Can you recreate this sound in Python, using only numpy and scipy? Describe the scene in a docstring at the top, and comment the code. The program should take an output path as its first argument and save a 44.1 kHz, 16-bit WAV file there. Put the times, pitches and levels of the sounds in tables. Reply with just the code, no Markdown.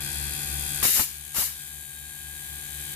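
"""A small rotary compressor puffs air from its tube once a turn, slowly gaining speed: each turn fires bursts of noise.
From the start a steady second motor hums and whines beside it, beating against it; these are stacks of sines.
A finger then stops the tube and air spits past it twice, as ragged coloured noise with thumping puffs.
Under load the strokes change colour and the shell sings in multiples of the shaft speed.
The loud hisses push the gain down; it holds, then creeps back, so the hum swells at the end."""
import sys
import numpy as np
from scipy import signal
from scipy.fft import rfft, irfft
from scipy.io import wavfile
from scipy.ndimage import uniform_filter1d, minimum_filter1d

SR = 44100
rng = np.random.default_rng(int(sys.argv[2]) if len(sys.argv) > 2 else 0)


def materialize(psi):
    """Save the field psi as 16-bit PCM at rate SR to the path in sys.argv[1].

    A 1-D psi becomes a single channel; in a 2-D psi each row is a channel.
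    """
    bounded = np.clip(np.atleast_2d(psi).T, -1, 1)
    quanta = np.round(bounded * 32767).astype(np.int16)
    wavfile.write(sys.argv[1], SR, quanta)


N = 130095
TIME = np.arange(N) / SR
FREQ = np.fft.rfftfreq(N, 1 / SR)

# Shaft: speed at the start, its steady gain, the first stroke, and how far the hum trails the strokes
START_HZ, GAIN_HZ_PER_S, FIRST_STROKE_S, THUMP_LAG_S = 72.78, .494, .0056, .0036
# Stroke to stroke: rms changes of strength and timing
UNEVEN_DB, JITTER_S = 0.48, .000002
# Ring after each stroke: decay to 1/e, level beside the bursts, and the share of power that is fresh breath
RING_S = 0.068
SPIT_RING_DB, SPIT_BREATHY = -18.5, 0.27
SHELL_RING_DB, SHELL_BREATHY = -11.5, 0.41

# Valve spit over time, before the tube (start_s, open_db, loaded_db)
SPIT_LEVELS = [(0, -36, -49), (.55, -35, -63), (.82, -34, -59), (1.1, -33, -41), (1.35, -30.5, -46),
               (1.6, -54, -30), (2.15, -52, -32.5), (2.95, -67, -32.5)]
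# Leak, valve snap, main puff, outflow and echo in one stroke (delay_s, decay_s, relative open_db, loaded_db)
SPIT_BURSTS = [(.0002, 0.00084, 2, -11), (.0005, 0.00059, -7, 1.5), (.0011, 0.00055, -0.5, -4.5),
               (.0022, 0.0074, -6.5, -7), (.0056, 0.005, -12.5, -5)]
# Colour of the spit with the tube open (pitch_hz, relative density_db per Hz)
SPIT_OPEN = [(1300, -32), (2000, -18), (3410, -8.5), (5800, -19), (6100, -20), (6530, 2), (6810, -2.5),
             (7130, -9), (7760, -1.5), (8100, 1), (8480, -10.5), (8610, -2), (9120, -1), (9470, -8),
             (10500, 2), (11100, -0.5), (11300, -1.5), (12900, -2.5), (13500, 1), (14500, -12.5)]
# Colour of the spit under load (pitch_hz, relative density_db per Hz)
SPIT_LOADED = [(3410, -86), (5800, -15.5), (6560, -3.5), (7440, -6), (8070, -1), (9050, -2), (9370, -5),
               (10800, 1), (12500, -5.5), (12900, -2.5), (13800, -2.5), (14500, -9.5)]
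# Shell clatter over time, before the tube (start_s, open_db, loaded_db)
CLATTER_LEVELS = [(0, -42.5, -62), (.55, -45, -55), (.82, -42, -55), (1.1, -38, -44), (1.35, -62, -42),
                  (1.6, -42, -44.5), (2.15, -70, -44), (2.95, -51, -42.5)]
# Pump knocks in one stroke (delay_s, decay_s, relative open_db, loaded_db)
KNOCKS = [(.0001, .0007, -22, 2.5), (.0026, 0.00057, -3, 6), (.0066, .0008, -19, 1),
          (.0088, 0.00091, -1, -4)]
# Colour of the clatter with the tube open (pitch_hz, relative density_db per Hz)
CLATTER_OPEN = [(760, -64), (1300, -17), (1420, -8.5), (1630, 1), (1730, -6.5), (1770, -21), (2160, -10),
                (2370, -11), (2540, 3.5), (2860, -20), (3010, -15), (3160, -0.5), (3320, 3), (3890, -9.5),
                (4220, 0), (4570, -7.5), (4840, 5.5), (5120, -10), (5800, -2.5), (7540, -47), (12800, -120)]
# Colour of the clatter under load (pitch_hz, relative density_db per Hz)
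CLATTER_LOADED = [(1030, -41), (1750, 5), (1790, -18), (2140, -4.5), (2180, -33), (2230, 1.5), (2380, -4.5),
                  (2610, -4), (2730, -9.5), (3040, -0.5), (3150, 4.5), (3290, 0.5), (3530, -12), (3640, 1),
                  (3770, -0.5), (4080, -2), (4580, -3), (5090, -9), (5800, -6), (7540, -73), (12800, -120)]
# Narrow resonances of the copper tube (pitch_hz, width_hz, lift_db)
TUBE_RESONANCES = [(3755, 36, 8), (4770, 23, 0), (7040, 66, 6), (8204, 106, 7), (8780, 140, 2.5),
                   (9680, 65, 2.5), (10300, 50, -0.5), (10600, 160, 2), (11730, 70, 4.5), (11940, 92, -1.5),
                   (12100, 100, -9), (12800, 39, 10.5)]

# Two spits past the finger, one list each (start_s, relative hiss_db, relative sputter_db)
JETS = [
    [(.822, -67, -59), (.83, -30.5, -43), (.854, -18.5, -32.5), (.88, -20, -41), (.935, -22.5, -48),
     (.955, -20, -38.5), (.99, -22, -39), (.999, -20.5, -32.5), (1.015, -22, -42.5), (1.045, -30, -57),
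     (1.08, -52, -66)],
    [(1.333, -51, -66), (1.346, -32.5, -48), (1.368, -24.5, -39.5), (1.394, -22.5, -41.5),
     (1.425, -24.5, -41), (1.46, -27.5, -58), (1.495, -37, -60), (1.54, -45, -64)],
]
# Colour of the hiss (pitch_hz, relative density_db per Hz)
HISS_COLOUR = [(560, -47), (950, -21), (1090, -14), (1280, -19), (1370, -9.5), (1450, -29), (1530, -14),
               (1760, -9), (1970, -10.5), (2310, -8.5), (2590, -14.5), (2810, -5.5), (3410, -16.5),
               (3730, -8.5), (4380, -6), (5140, -7), (6160, -5.5), (7230, -2), (8580, -8), (9290, -3),
               (10200, -1.5), (12600, 0.5), (14500, -3.5)]
# Colour of the low sputter (pitch_hz, relative density_db per Hz)
SPUTTER_COLOUR = [(20, -8), (100, -1.5), (300, -1.5), (550, -6.5), (1000, 2), (1800, -3.5), (3500, -3),
                  (7000, -33)]
# Gusts that push on the microphones (centre_s, length_s, thump_db, sputter_db)
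PUFFS = [(0.829, 0.0031, -38, -30), (0.856, 0.0089, -22.5, -27), (0.887, 0.026, -30.5, -32.5),
         (.997, 0.0052, -26.5, -20), (1.01, 0.013, -25, -31), (1.369, 0.0066, -37, -32),
         (1.386, 0.0034, -21.5, -28), (1.395, 0.0051, -30.5, -27.5)]
# Colour of the gusts' thump (pitch_hz, relative density_db per Hz)
THUMP_COLOUR = [(20, -18), (50, 8.5), (130, -3.5), (350, -4.5), (600, -16.5), (1500, -56)]
# Boosts on the jet curves, depth of the hiss's raggedness (rms), and the room tail's level and decay to 1/e
HISS_DB, SPUTTER_DB, HISS_ROUGH_DB, HISS_ROOM_DB, HISS_ROOM_S = 11, 12, 0.5, -8, 0.067
# The brief hollow in the rush of air
HOLLOW_AT_S, HOLLOW_LENGTH_S, HOLLOW_HZ, HOLLOW_WIDTH_HZ, HOLLOW_DB = 0.912, 0.047, 945, 350, -21

# Singing shell over time (start_s, level_db)
SING_LEVELS = [(0, -51.5), (.7, -73), (1.08, -50), (1.55, -46), (1.9, -43.5), (2.3, -43), (2.6, -46.5),
               (2.95, -46.5)]
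# Tones of the singing shell (multiple of shaft speed, level_db relative to the curve above)
SING_ORDERS = [(10, -20), (11, -17), (12, -21), (15, -21), (21, -26), (22, 1.5), (23, -22), (28, -22),
               (31, -26), (32, -22), (42, -21), (43, -34), (44, -14), (45, -33), (49, -31), (50, -15),
               (51, -9.5), (60, -10.5)]
# Low hum of the compressor (multiple of shaft speed, level_db)
HUM_ORDERS = [(1, -43), (2, -46.5), (3, -60), (4, -61), (5, -66.5), (6, -68), (7, -68), (10, -70),
              (11, -67), (13, -65), (16, -67)]
# Hum and casing whine of the second motor (multiple of its speed, level_db)
MOTOR_ORDERS = [(1, -46.5), (2, -52.5), (4, -72.5), (5, -59.5), (11, -58.5), (21, -60.5), (22, -61),
                (23, -56), (24, -57), (25, -65.5), (26, -62), (27, -62), (28, -63), (29, -63.5), (33, -62),
                (34, -57.5), (35, -56.5), (36, -68.5), (37, -60.5), (38, -69.5), (47, -56), (48, -60.5),
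                (49, -66), (50, -57.5), (51, -59), (53, -73), (58, -58), (68, -68), (69, -63.5)]
MOTOR_HZ = 69.99
WAVER_DB = 0.85  # rms wander of each higher tone
# Mains hum (pitch_hz, level_db)
MAINS = [(50, -55.5), (100, -64.5), (200, -61)]
# Colour of the low rumble (pitch_hz, relative density_db per Hz)
RUMBLE_COLOUR = [(20, -22), (40, -7), (55, -4.5), (90, -5), (160, -5.5), (300, -11.5), (420, -15.5),
                 (560, -18), (660, -23), (780, -12.5), (950, -17), (1050, -22.5), (1170, -15.5),
                 (1300, -28.5), (1550, -16), (2000, -14.5), (4000, -20.5)]
RUMBLE_DB = -44.5

# Left over right microphone for machine noise (pitch_hz, lean_db)
LEAN = [(60, 7), (180, 3.5), (400, -1.5), (750, 11.5), (950, 2), (1170, 10.5), (1500, 4.5), (2200, 5.5),
        (3500, 4.5), (5500, 0.5), (7000, 9), (9000, 8.5), (11000, 9), (14500, 8)]
# Left over right microphone for escaping air (pitch_hz, lean_db)
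JET_LEAN = [(60, 6), (120, 8.3), (240, 9.1), (480, 14.6), (950, 9.5), (1890, 5.6), (3770, 4.7), (7520, 4.9),
            (15000, 6.2)]
# How alike the two microphones hear noise (pitch_hz, likeness from -1 to 1)
ALIKE = [(50, 0.69), (150, 0.18), (300, 0.28), (500, 0.31), (1000, 0.26), (3000, -0.031), (5000, -0.24),
         (9000, 0.024), (14000, 0.2)]
HUM_LEAN_DB, MOTOR_LEAN_DB, SING_LEAN_DB = 5, 3.5, 4.5  # left over right for tones
# Gain control threshold, hold and recovery, then the top of the band
LIMIT_DB, HOLD_S, RECOVER_DB_PER_S, EDGE_HZ = -16.5, 1.143, 6.5, 14850


def spit():
    """The valve spits air once a turn: a quick run of bursts whose colour shifts with load."""
    return strokes(SPIT_LEVELS, [SPIT_OPEN, SPIT_LOADED], SPIT_BURSTS, SPIT_RING_DB, SPIT_BREATHY)


def clatter():
    """The pump knocks the shell once a turn, and the shell rings on."""
    return strokes(CLATTER_LEVELS, [CLATTER_OPEN, CLATTER_LOADED], KNOCKS, SHELL_RING_DB, SHELL_BREATHY)


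def strokes(levels, colours, bursts, ring_db, breathy):
    """Each turn fires the same bursts and ring, plus fresh breath; load changes their weights and colour."""
    clicks = stroke_clicks()
    t = TIME[:SR // 4]
    out = 0
    for state, (level_db, spectrum) in enumerate(zip(over_time(levels), colours)):  # open, then loaded
        power = amp(2 * ring_db) * np.exp(-2 * t / RING_S)
        for delay, decay, *burst_db in bursts:
            power += (t >= delay) * amp(2 * burst_db[state]) * np.exp(-2 * abs(t - delay) / decay)
        # One frozen random pattern of signs repeats every turn; the breath is new noise each time
        response = np.sqrt(power) * rng.choice([-1, 1], (2, len(t)))
        ring = unit(convolve(clicks, response))
        breath = unit(np.sqrt(abs(convolve(clicks, power))) * noise())
        mix = ring * np.sqrt(1 - breathy) + breath * np.sqrt(breathy)
        out = out + amp(level_db) * colour(mix, spectrum, LEAN)
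    return out


def stroke_clicks():
    """One click a turn, slightly uneven, placed between samples by a windowed sinc."""
    turns = shaft(TIME)
    at = np.interp(np.arange(int(turns[-1])), turns, TIME)
    place = (at + JITTER_S * rng.standard_normal(len(at))) * SR
    size = amp(UNEVEN_DB * rng.standard_normal(len(at)))
    near = place.astype(int)[:, None] + np.arange(-8, 9)
    gap = near - place[:, None]
    pulse = size[:, None] * np.sinc(gap) * np.sinc(gap / 9)
    return np.bincount(near.ravel(), pulse.ravel(), N)[:N]


def shaft(t):
    """Turns of the compressor, its speed rising steadily."""
    return START_HZ * (t - FIRST_STROKE_S) + GAIN_HZ_PER_S * t ** 2 / 2


def tube(x):
    """The tube's narrow resonances colour whatever passes through it."""
    lift_db = sum(db / (1 + (2 * (FREQ - hz) / width) ** 2) for hz, width, db in TUBE_RESONANCES)
    return irfft(rfft(x) * amp(lift_db), N)


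def jets():
    """Air forced past the finger: ragged hiss through the tube with a short room tail, over a low sputter."""
    hiss, sputter = np.zeros((2, 2, N))
    for curve in JETS:
        hiss_db, sputter_db = over_time(curve)
        sounding = (TIME > curve[0][0]) & (TIME < curve[-1][0])
        ragged = unit(amp(HISS_ROUGH_DB * drift(670))) * sounding
        hiss += ragged * amp(hiss_db + HISS_DB) * tube(colour(noise(), HISS_COLOUR, JET_LEAN))
        sputter += ragged * amp(sputter_db + SPUTTER_DB) * colour(noise(), SPUTTER_COLOUR, JET_LEAN)
    t = TIME[:SR // 2]
    room = rng.standard_normal((2, len(t))) * np.exp(-t / HISS_ROOM_S)
    tail = convolve(hiss, room / np.linalg.norm(room[0]))
    return sputter + hiss + amp(HISS_ROOM_DB) * tail


def hollow(x):
    """The rush of air turns hollow for a moment as a low band dips."""
    band = irfft(rfft(x) * np.exp(-((FREQ - HOLLOW_HZ) / HOLLOW_WIDTH_HZ) ** 4), N)
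    dip_db = HOLLOW_DB * np.exp(-((TIME - HOLLOW_AT_S) / HOLLOW_LENGTH_S) ** 2)
    return x - band * (1 - amp(dip_db))


def puffs():
    """Short gusts as the finger slips: a dull thump of moving air and a brighter sputter."""
    thump, sputter = np.zeros((2, N))
    for centre, length, thump_db, sputter_db in PUFFS:
        gust = np.exp(-((TIME - centre) / length) ** 2)
        thump += amp(thump_db) * gust
        sputter += amp(sputter_db) * gust
    dull = thump * colour(noise(), THUMP_COLOUR, JET_LEAN)
    return dull + sputter * colour(noise(), SPUTTER_COLOUR, JET_LEAN)


def singing_shell():
    """Under load the shell sings on multiples of the shaft speed."""
    sing = tones(shaft(TIME - THUMP_LAG_S), SING_ORDERS, SING_LEAN_DB)
    return sing * amp(over_time(SING_LEVELS)[0])


def compressor_hum():
    """The turning shaft hums on its low multiples, rising with its speed."""
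    return tones(shaft(TIME - THUMP_LAG_S), HUM_ORDERS, HUM_LEAN_DB)


def second_motor():
    """A motor at constant speed hums and whines, beating against the compressor."""
    return tones(MOTOR_HZ * TIME, MOTOR_ORDERS, MOTOR_LEAN_DB)


def tones(turns, orders, lean_db):
    """Sines on multiples of a rotation; the higher ones waver and reach the microphones out of step."""
    out = np.zeros((2, N))
    knots = np.linspace(0, TIME[-1], 13)
    for k, db in orders:
        k = round(k)
        free = k > 2  # the two lowest stay steady, in a fixed phase
        start = 2 * np.pi * rng.random() * free
        waver = rng.standard_normal(len(knots)) * free
        gain = np.interp(TIME, knots, amp(db + WAVER_DB * waver))
        skew = np.array([[1], [-1]]) * np.pi / 4 * min(k / 10, 1)
        # Dividing by cos(skew) keeps the level of the two microphones' mean before the lean
        out += np.sqrt(2) * gain * np.cos(2 * np.pi * k * turns + start + skew) / np.cos(skew)
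    return out * sides(lean_db)


def mains_hum():
    """Steady sines at mains frequency and its multiples."""
    hum = sum(np.sqrt(2) * amp(db) * np.sin(2 * np.pi * hz * TIME) for hz, db in MAINS)
    return hum * sides(HUM_LEAN_DB)


def rumble():
    """A low bed of steady coloured noise."""
    return amp(RUMBLE_DB) * colour(noise(), RUMBLE_COLOUR, LEAN)


def amp(db):
    """Decibels to gain."""
    return 10 ** (np.asarray(db) / 20)


def unit(x):
    """Scales to rms 1."""
    return x / np.sqrt(np.mean(x ** 2) + 1e-20)


def noise():
    """Two unrelated channels of white noise."""
    return rng.standard_normal((2, N))


def sides(lean_db):
    """Left and right gains that differ by the lean."""
    return amp(np.array([[lean_db], [-lean_db]]) / 2)


def over_hz(points):
    """Reads a table along log frequency."""
    hz, value = np.transpose(points)
    return np.interp(np.log(FREQ + 1), np.log(hz + 1), value)


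def over_time(rows):
    """Reads every column of a curve at each sample."""
    s, *columns = np.transpose(rows)
    return [np.interp(TIME, s, c) for c in columns]


def colour(x, spectrum, lean):
    """Gives two unrelated signals a spectrum and a place between the microphones; their mean has rms 1."""
    a, b = rfft(x)
    same = np.clip(over_hz(ALIKE), -1, 1)
    side = amp(over_hz(lean) / 2)
    left = a * side
    right = (same * a + np.sqrt(1 - same ** 2) * b) / side
    out = irfft(np.array([left, right]) * amp(over_hz(spectrum)), N)
    return out / np.std(out.mean(0))


def drift(hz):
    """Random drift of rms 1, smooth above the given rate."""
    return unit(irfft(rfft(rng.standard_normal(N)) * np.exp(-(FREQ / hz) ** 2), N))


def convolve(x, response):
    """Filters each channel by its own response."""
    return signal.fftconvolve(np.atleast_2d(x), np.atleast_2d(response), axes=1)[:, :N]


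def scene():
    """The running compressor, the two spits of air, the second motor and the background."""
    strokes_heard = tube(spit() + clatter())
    air = hollow(jets()) + puffs()
    machine_tones = singing_shell() + compressor_hum() + second_motor()
    return strokes_heard + air + machine_tones + mains_hum() + rumble()


def record(dry):
    """Gain control drops quickly, holds, then recovers slowly; a low-pass then limits the band."""
    level_db = 10 * np.log10(abs(uniform_filter1d((dry ** 2).mean(0), size=900)) + 1e-12)
    excess_db = np.maximum(level_db - LIMIT_DB, 0)
    # Hold: the largest excess over the time just past
    half = int(HOLD_S * SR / 2)
    held_db = -minimum_filter1d(-excess_db, 2 * half + 1, origin=half, mode="nearest")
    # Recovery: the cut may only shrink at a set rate
    fall_db = RECOVER_DB_PER_S * TIME
    cut_db = np.maximum.accumulate(held_db + fall_db) - fall_db
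    cut_db = uniform_filter1d(cut_db, size=200)
    edge = signal.firwin(401, EDGE_HZ, window=("kaiser", 8), fs=SR)
    return signal.oaconvolve(dry * amp(-cut_db), edge[None], "same")


dry = scene()
out = record(dry)
materialize(out)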